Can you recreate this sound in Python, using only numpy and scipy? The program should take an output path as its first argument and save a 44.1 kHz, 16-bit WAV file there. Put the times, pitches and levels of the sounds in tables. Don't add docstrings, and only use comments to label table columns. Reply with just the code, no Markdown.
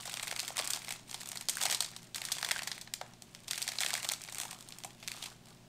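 import sys
import numpy as np
from scipy import signal
from scipy.fft import rfft, irfft, next_fast_len
from scipy.io import wavfile
from scipy.ndimage import uniform_filter1d, map_coordinates

SR = 44100
rng = np.random.default_rng(int(sys.argv[2]) if len(sys.argv) > 2 else 0)


def dump(signal):
    limited = np.clip(np.atleast_2d(signal).T, -1, 1)
    pcm = np.round(limited * 32767).astype(np.int16)
    wavfile.write(sys.argv[1], SR, pcm)


N = 250471


def amp(db):
    return 10 ** (np.asarray(db) / 20)


def unit(x):
    return x / np.sqrt(np.mean(x ** 2, axis=-1, keepdims=True) + 1e-20)


def along(points, hz):
    f, v = np.transpose(points)
    return np.interp(np.log(hz + 1), np.log(f + 1), v)


def wobble(rate):
    knots = rng.standard_normal(int(N * rate / SR) + 4)
    return map_coordinates(knots, [np.arange(N) * rate / SR])


def colour(x, spectrum, size=2048):
    log_gain = np.log(amp(along(spectrum, np.fft.rfftfreq(size, 1 / SR))))
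    cepstrum = irfft(log_gain)
    cepstrum[1:size // 2] *= 2
    cepstrum[size // 2 + 1:] = 0
    kernel = irfft(np.exp(rfft(cepstrum)))
    filtered = signal.fftconvolve(np.atleast_2d(x), kernel[None], axes=1)
    return filtered[:, :x.shape[-1]].reshape(x.shape)


def resonate(x, hz, q):
    f = np.fft.rfftfreq(x.shape[-1], 1 / SR)
    response = 1 / (1 + 1j * q * (f / hz - hz / (f + 1)))
    return irfft(rfft(x) * response, x.shape[-1])


RUB = 0.15


def grains(spectrum, rate, life, spread_db):
    sizes = amp(spread_db * np.clip(rng.standard_normal(N), -2, 2))
    strikes = sizes * (rng.random(N) < rate / SR)
    power = signal.lfilter([1], [1, -np.exp(-2 / (life * SR))], strikes ** 2)
    power /= np.abs(uniform_filter1d(power, size=2400)) + 1e-9
    return colour(np.sqrt(power + RUB) * rng.standard_normal(N), spectrum)


# (frequency [Hz], level [dB rms])
HUM_TONES = [(119.9, -65.5), (140.6, -75), (174.4, -69.5), (233.7, -71.5), (359.9, -74.5), (403.7, -79)]
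# (frequency [Hz], relative density [dB per Hz])
AIR_COLOUR = [(20, 1.5), (80, -6), (170, 3.5), (300, -4), (500, -12.5), (630, -5.5), (1200, -16.5),
              (3000, -15), (8700, -20.5), (10700, -27), (15300, -29)]


def background(air_db=-60.5, waver=0.0011):
    t = np.arange(N) / SR
    hum = 0
    for hz, db in HUM_TONES:
        phase = 2 * np.pi * hz * t + waver * hz * wobble(9)
        hum = hum + amp(db) * np.sqrt(2) * np.sin(phase)
    air = unit(colour(rng.standard_normal(N), AIR_COLOUR, size=8192))
    return hum + amp(air_db) * air


# (time [s], hold [s], effort [dB], flexing gain [dB])
FINGER_PULLS = [(-.02, 0.51, -50, -19.5), (0.564, 0.046, -43.5, -19.5), (0.645, 0.059, -48.5, -19),
                (0.701, 0.043, -43, -22), (0.809, 0.16, -54, -21), (1.081, 0.34, -54, -23),
                (1.51, 0.099, -51, -27), (1.605, 0.12, -43.5, -18), (1.817, 0.036, -48, -25),
                (1.907, .14, -61, -24.5), (2.159, .25, -49.5, -20.5), (2.437, 0.18, -48.5, -21),
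                (2.672, .11, -55, -21.5), (3.014, 0.086, -69, -13), (3.28, 0.32, -66.5, -25),
                (3.507, 0.33, -51, -25), (3.79, 0.21, -48.5, -22.5), (4.029, 0.087, -51, -21),
                (4.2, 0.17, -54, -28.5), (4.36, 0.16, -53, -17), (4.59, 0.33, -63, -20),
                (5.09, 0.22, -60.5, -15), (5.445, 0.076, -66, -17)]
GRIP_S, RELAX_S = 0.016, 0.043
EFFORT_WAVER_DB = 1.5
FLEX_GROWTH = 0.76


def effort():
    t = np.arange(N) / SR
    s, hold, effort_db, flex_db = np.transpose(FINGER_PULLS)[:, :, None]
    grip = np.clip((t - s) / GRIP_S + 1, 0, 1)
    relax = np.exp(-np.maximum(t - s - hold, 0) / RELAX_S)
    pulls = amp(effort_db) * grip * relax * amp(EFFORT_WAVER_DB * wobble(12))
    force = np.linalg.norm(pulls, axis=0)
    flex = np.linalg.norm(amp(flex_db) * pulls ** FLEX_GROWTH, axis=0)
    return force, flex


# (frequency [Hz], relative density [dB per Hz])
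CRACKLE_COLOUR = [(600, -40), (1300, 0), (2200, 4.5), (2850, 4), (3300, 0), (4500, 3.5), (6500, -2.5),
                  (8600, 4), (10800, -6.5), (15000, -11.5), (16000, -15.5)]
# (frequency [Hz], relative density [dB per Hz])
FLEX_COLOUR = [(150, -19.5), (350, -1), (520, -7), (720, 1.5), (1150, 2.5), (1700, -4), (4000, -63)]


def crinkle(force, flex, focus_db=10):
    crackle = np.zeros(N)
    for pitch in (1700, 3400, 6800, 13600):
        spectrum = [(hz, db - focus_db * abs(np.log2(hz / pitch))) for hz, db in CRACKLE_COLOUR]
        crackle += grains(spectrum, rate=80, life=0.0018, spread_db=2.5)
    flexing = grains(FLEX_COLOUR, rate=100, life=0.0042, spread_db=2.0)
    return force * unit(crackle) + flex * unit(flexing)


# (mean level [dB], scatter [dB])
SMALL_SNAP_LEVELS = [(4.5, 2), (-12, 6), (-5, 5), (-2, 3)]
SMALL_SNAPS_PER_S, SMALL_RING_S = 28, 0.0097


def small_snaps(force):
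    slots = np.arange(int(N / SR * SMALL_SNAPS_PER_S))
    s = (slots + rng.random(len(slots))) / SMALL_SNAPS_PER_S
    mean, scatter = np.transpose(SMALL_SNAP_LEVELS)
    luck = np.clip(rng.standard_normal((len(s), len(mean))), -1.5, 1.5)
    crack, pouch, panel, sheen = (mean + scatter * luck).T
    effort_db = 20 * np.log10(force[(s * SR).astype(int)] + 1e-9)
    ring = np.full(len(s), SMALL_RING_S)
    return np.column_stack([s, effort_db + crack, pouch, panel, sheen, ring])


# (time [s], crack level [dB], pouch over crack [dB], panel over crack [dB], sheen over crack [dB],
#  ring t60 [s])
BIG_SNAPS = [(.0543, -43, -8, -16, 2, 0.063), (0.076, -40.5, -5.5, -10, -7, 0.023),
             (.1125, -45, -11, -1, -11, .05), (0.1405, -37.5, -11.5, -6, -1, 0.0085),
             (0.2276, -41, -6, -1, 3.5, 0.068), (.2722, -45, -18, 5, 2, .018),
             (0.2794, -38.5, -29, -4, -1, 0.012), (0.3125, -38, -11, 0.5, -1, .011),
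             (.324, -46.5, 6.5, -4, -7, 0.012), (0.3626, -38, -17, -2.5, -3, .016),
             (0.3943, -32, -18, -8.5, -6, 0.011), (.401, -34, -29, -9, -2, .022),
             (0.479, -41.5, -24, -24, 3.5, .012), (0.4853, -41.5, -24, -19, -1, .015),
             (.5043, -49, 7.5, -8, -10, 0.016), (.58, -36, -4, -7, 0, .015),
             (0.5901, -32.5, -13, -7, -2, 0.0069), (.5974, -35, -1, -7, -8, 0.019),
             (0.6436, -46.5, -9, -1, 7, .025), (.6747, -36, -29, -8, 2.5, 0.011),
             (0.7042, -35, -22, -7, 5.5, .023), (0.7341, -30, -21, -14, -3.5, 0.015),
             (.7596, -41.5, -8, -7, 1, .025), (0.7722, -49, 4, -1, 3, 0.0079),
             (0.8464, -47.5, -18, -2, -5, 0.014), (0.8826, -42.5, -5, 0.5, -9, 0.014),
             (0.8906, -46, -10, -1, 5.5, 0.01), (0.9065, -38.5, -7, 0.5, 0.5, .028),
             (.9235, -39, -15, -9, 1.5, 0.0088), (1.1122, -42, -11, -17, 0, 0.014),
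             (1.1435, -37, -7.5, -7, -2, 0.029), (1.208, -44.5, -21, -12, -0.5, 0.022),
             (1.2138, -45.5, -18, -2, -1, .023), (1.2584, -46, -10, -14, 0, .018),
             (1.289, -47.5, -9, -16, 8.5, 0.012), (1.317, -42.5, -13, -4.5, 4, 0.015),
             (1.3562, -45, -5, 0.5, 3, 0.026), (1.3728, -36.5, -19, -18, -5, .01),
             (1.4104, -43, -10, -3, 2.5, 0.02), (1.4862, -28.5, -16, -13, -3.5, 0.015),
             (1.4954, -32.5, -23, -7, 5.5, 0.027), (1.57, -49.5, -6, 13, 13.5, 0.0056),
             (1.6125, -34.5, -6, -10, 0, 0.044), (1.6261, -34, -16, -6.5, 3, 0.031),
             (1.6355, -33.5, -8, -7, 3.5, .01), (1.6545, -27.5, -6, -9, -2.5, 0.025),
             (1.6992, -33.5, -11, -5, -3, 0.014), (1.7098, -34, -28, -20, 4, 0.032),
             (1.7256, -33, -10, -3.5, 0, 0.045), (1.7469, -28.5, -20, -13, -3, 0.021),
             (1.8054, -26.5, -15.5, -13, -2, 0.023), (1.8241, -39, -13, -4.5, 3, .014),
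             (1.8454, -38, -19, -17, -3, .017), (1.9641, -42, -13, -12, -3.5, .014),
             (2.1457, -36.5, -30, -9.5, -5, 0.024), (2.159, -38.5, -22, -5, 3.5, 0.036),
             (2.2173, -40.5, -9.5, -0.5, -0.5, .012), (2.2515, -36.5, -27, -9, 1, 0.024),
             (2.3186, -29.5, -18.5, -11, -3.5, .021), (2.323, -33.5, -37, -12, 3.5, .018),
             (2.3839, -40.5, -15, -1, -1.5, 0.022), (2.4282, -33.5, -6, -2, -5, 0.011),
             (2.4465, -32.5, -14, -3.5, -4.5, 0.026), (2.488, -40.5, -4, 2.5, 2, 0.022),
             (2.5104, -33, -28, 4.5, -5, .007), (2.5154, -30, -8, -4, 0, 0.013),
             (2.5615, -51.5, 3, 16.5, -8, .006), (2.5919, -41, -14, 4.5, -3, 0.007),
             (2.6197, -45.5, 2.5, -4, -13, 0.0097), (2.6326, -40.5, -20, -6, 0, 0.019),
             (2.6735, -35, -10, -2.5, -2, 0.044), (2.7155, -34, -17, -6, -9.5, 0.023),
             (2.8128, -41.5, -24, -11, -2, 0.03), (2.8745, -50, -5, 1, -12, 0.019),
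             (2.9377, -33.5, -21.5, -7.5, -0.5, 0.011), (3.013, -43.5, 7, 0, -6.5, 0.016),
             (3.136, -55.5, -4, -8, -5, .017), (3.2212, -47, -12.5, -10.5, 0, 0.014),
             (3.349, -46, -18, -5, -4, 0.0094), (3.4805, -39, -15, -8, -2.5, 0.034),
             (3.5101, -31.5, -22, -9, -0.5, .014), (3.5327, -37, -26, -2.5, -4, 0.0071),
             (3.5772, -37, -15, -3, -1, 0.034), (3.618, -37, -16, -4.5, 2, 0.016),
             (3.626, -32, -35, -15, -2, 0.012), (3.678, -35, -30, -1.5, 0.5, .014),
             (3.6882, -33, -15, -11, -6, 0.02), (3.7184, -41, -11, -1, -1, 0.018),
             (3.7861, -30.5, -19, -13, -15, .009), (3.8055, -33.5, -19, -4, 0.5, .01),
             (3.81, -38, -13, 0, 4.5, 0.042), (3.8204, -37.5, -7.5, -4, -1, 0.045),
             (3.8335, -35.5, -23, 4, -3, 0.0093), (3.8624, -32.5, -13, -2, -3, 0.017),
             (3.905, -38.5, -47, 3, 1, 0.0073), (3.9392, -30, -9.5, -11, -2.5, 0.0088),
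             (3.9522, -38, -13, 4, 0, 0.0087), (3.9764, -45.5, -4, 4, 5, 0.026),
             (4.0488, -39.5, -3.5, -4, -1, .023), (4.089, -29.5, -15.5, -16, -2.5, 0.012),
             (4.098, -36, -27, -4, -12, 0.0052), (4.1193, -42, -4, 1, 11, .014),
             (4.1356, -35, -15, -12, -4, 0.013), (4.217, -46.5, -23, -13, 1, .015),
             (4.2378, -48, -22, -4, 5, .007), (4.2865, -47, -4, 3, -6, 0.023),
             (4.324, -45.5, -5, -8, 3, 0.021), (4.3473, -50, -20, 2, 10, 0.0048),
             (4.384, -48.5, -23, 2, 11, 0.0039), (4.4005, -39, -19, -4, 3.5, 0.0062),
             (4.413, -40.5, -11, -4, 4, 0.047), (4.4518, -50.5, 6.5, 0, 7, 0.027),
             (4.5098, -43, -20, -5, 2, .021), (4.529, -50, 1.5, 0, 1, 0.016),
             (4.608, -50, -25, -10, 0.5, 0.0099), (4.6873, -47.5, -21, -12, 1.5, .021),
             (4.723, -45, -13, -5.5, -7, 0.012), (4.786, -52.5, -14, -15, 7.5, .011),
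             (4.8368, -44, -13, -6, -4, 0.0083), (4.847, -47.5, 6.5, 0.5, 8, 0.024),
             (5.027, -49, -4, 0.5, -7, 0.048), (5.0768, -36, -22, -8.5, -3, .006),
             (5.082, -40.5, -23, 0, -0.5, 0.013), (5.1172, -40, -21, -0.5, -1.5, .007),
             (5.2257, -39, -13.5, -5, -7, .027), (5.2382, -45.5, -9, 1, 3, 0.031),
             (5.2577, -41, -12, -3, -3, 0.062)]
# (low edge [Hz], high edge [Hz])
FOIL_PARTS = [(380, 1300), (1300, 3000), (3000, 6000), (6000, 16000)]
# (frequency [Hz], relative density [dB per Hz])
SNAP_COLOUR = [(250, -28.5), (500, -11), (730, 0), (1200, -8), (2200, -7.5), (2900, -7), (3300, 2),
               (4400, 8.5), (6300, 2.5), (8600, 4.5), (10800, -5.5), (13500, -6), (15200, -13),
               (16000, -42)]
# (time [s], pitch [Hz])
PANEL_PITCH = [(0, 2310), (1.6, 1940), (2.6, 1940), (3.9, 2080), (5.2, 2500)]
PANEL_DB_PER_OCTAVE, PANEL_SCATTER_OCTAVES = 48, 0.031
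PANEL_PURITY_DB = 12
LEVEL_SPAN_S = 0.005


def snaps(rows, jolt=5.9, rough=0.63, build=0.00016, panel_q=3.6, size=1000):
    t = np.arange(size) / SR
    s, crack, pouch, panel, sheen, t60 = np.transpose(rows)[:, :, None]
    levels = [crack + pouch, crack + panel, crack, crack + sheen]
    tension = rng.standard_normal(s.shape)
    octaves = PANEL_SCATTER_OCTAVES * tension - panel / PANEL_DB_PER_OCTAVE
    panel_hz = np.interp(s, *np.transpose(PANEL_PITCH)) * 2 ** octaves

    draws = rng.standard_normal((len(s), 2, size))
    run = draws[:, 0] * np.exp(rough * draws[:, 1]) * (1 - np.exp(-t / build))
    run[:, 0] = jolt * np.sign(draws[:, 0, 0])
    shaken = colour(run * np.exp(-np.log(1000) * t / t60), SNAP_COLOUR)

    parts = []
    for band in FOIL_PARTS:
        band_filter = signal.butter(3, band, "band", fs=SR, output="sos")
        parts.append(signal.sosfilt(band_filter, shaken))
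    parts[1] = resonate(parts[1], panel_hz, panel_q * 2 ** (panel / PANEL_PURITY_DB))

    sound = sum(amp(db) * unit(part) for db, part in zip(levels, parts))
    sound = sound * np.sqrt(LEVEL_SPAN_S * SR / size)
    at = np.round(s * SR).astype(int) + np.arange(size)
    return np.bincount(at.ravel(), sound.ravel(), N)[:N]


# (frequency [Hz], t60 [s])
ROOM_DECAY = [(300, 0.06), (1200, 0.33), (4000, 0.34), (8000, 0.27), (14000, 0.14)]


def room(x, gap=0.0028, count=5):
    wet = np.zeros(N)
    place = (np.arange(N) / SR * 9 % count).astype(int)
    for k in range(count):
        hz, t, noise = signal.stft(rng.standard_normal(SR // 2), SR, nperseg=256)
        decay = np.exp(-np.log(1000) * t / along(ROOM_DECAY, hz)[:, None])
        tail = signal.istft(noise * decay, SR, nperseg=256)[1]
        tail *= 1 - np.exp(-(np.arange(len(tail)) / (gap * SR)) ** 2)
        wet += signal.fftconvolve(x * (place == k), tail / np.linalg.norm(tail))[:N]
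    return wet


# (time [s], level [dB])
SLIDE_LEVEL = [(4.94, -93), (5.0, -59), (5.2, -55), (5.28, -63), (5.34, -85)]
# (frequency [Hz], relative density [dB per Hz])
SCRAPE_COLOUR = [(800, -16), (3000, 2.5), (5000, -1), (9000, -4), (14500, -14), (16000, -25)]


def slide():
    level = np.interp(np.arange(N) / SR, *np.transpose(SLIDE_LEVEL), left=-np.inf, right=-np.inf)
    return amp(level) * unit(grains(SCRAPE_COLOUR, rate=1400, life=0.0007, spread_db=8.5))


# (frequency [Hz], level [dB])
WALL_COLOUR = [(600, 1), (4200, -2.5), (6700, 1.5), (9000, -2), (14000, 5)]


def scene(room_db=-13.5):
    force, flex = effort()
    fine = crinkle(force, flex) + slide()
    creases = np.vstack([BIG_SNAPS, small_snaps(force)])
    direct, sideways, upward = [snaps(creases) + fine for _ in range(3)]
    echo = colour(room(sideways) + room(upward), WALL_COLOUR)
    return (direct + amp(room_db) * echo + background())[None]


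TOP_HZ = 15700


def record(dry):
    m = next_fast_len(N + SR // 2)
    keep = np.fft.rfftfreq(m, 1 / SR) < TOP_HZ
    return irfft(rfft(dry, m) * keep, m)[..., :N]


dry = scene()
out = record(dry)
dump(out)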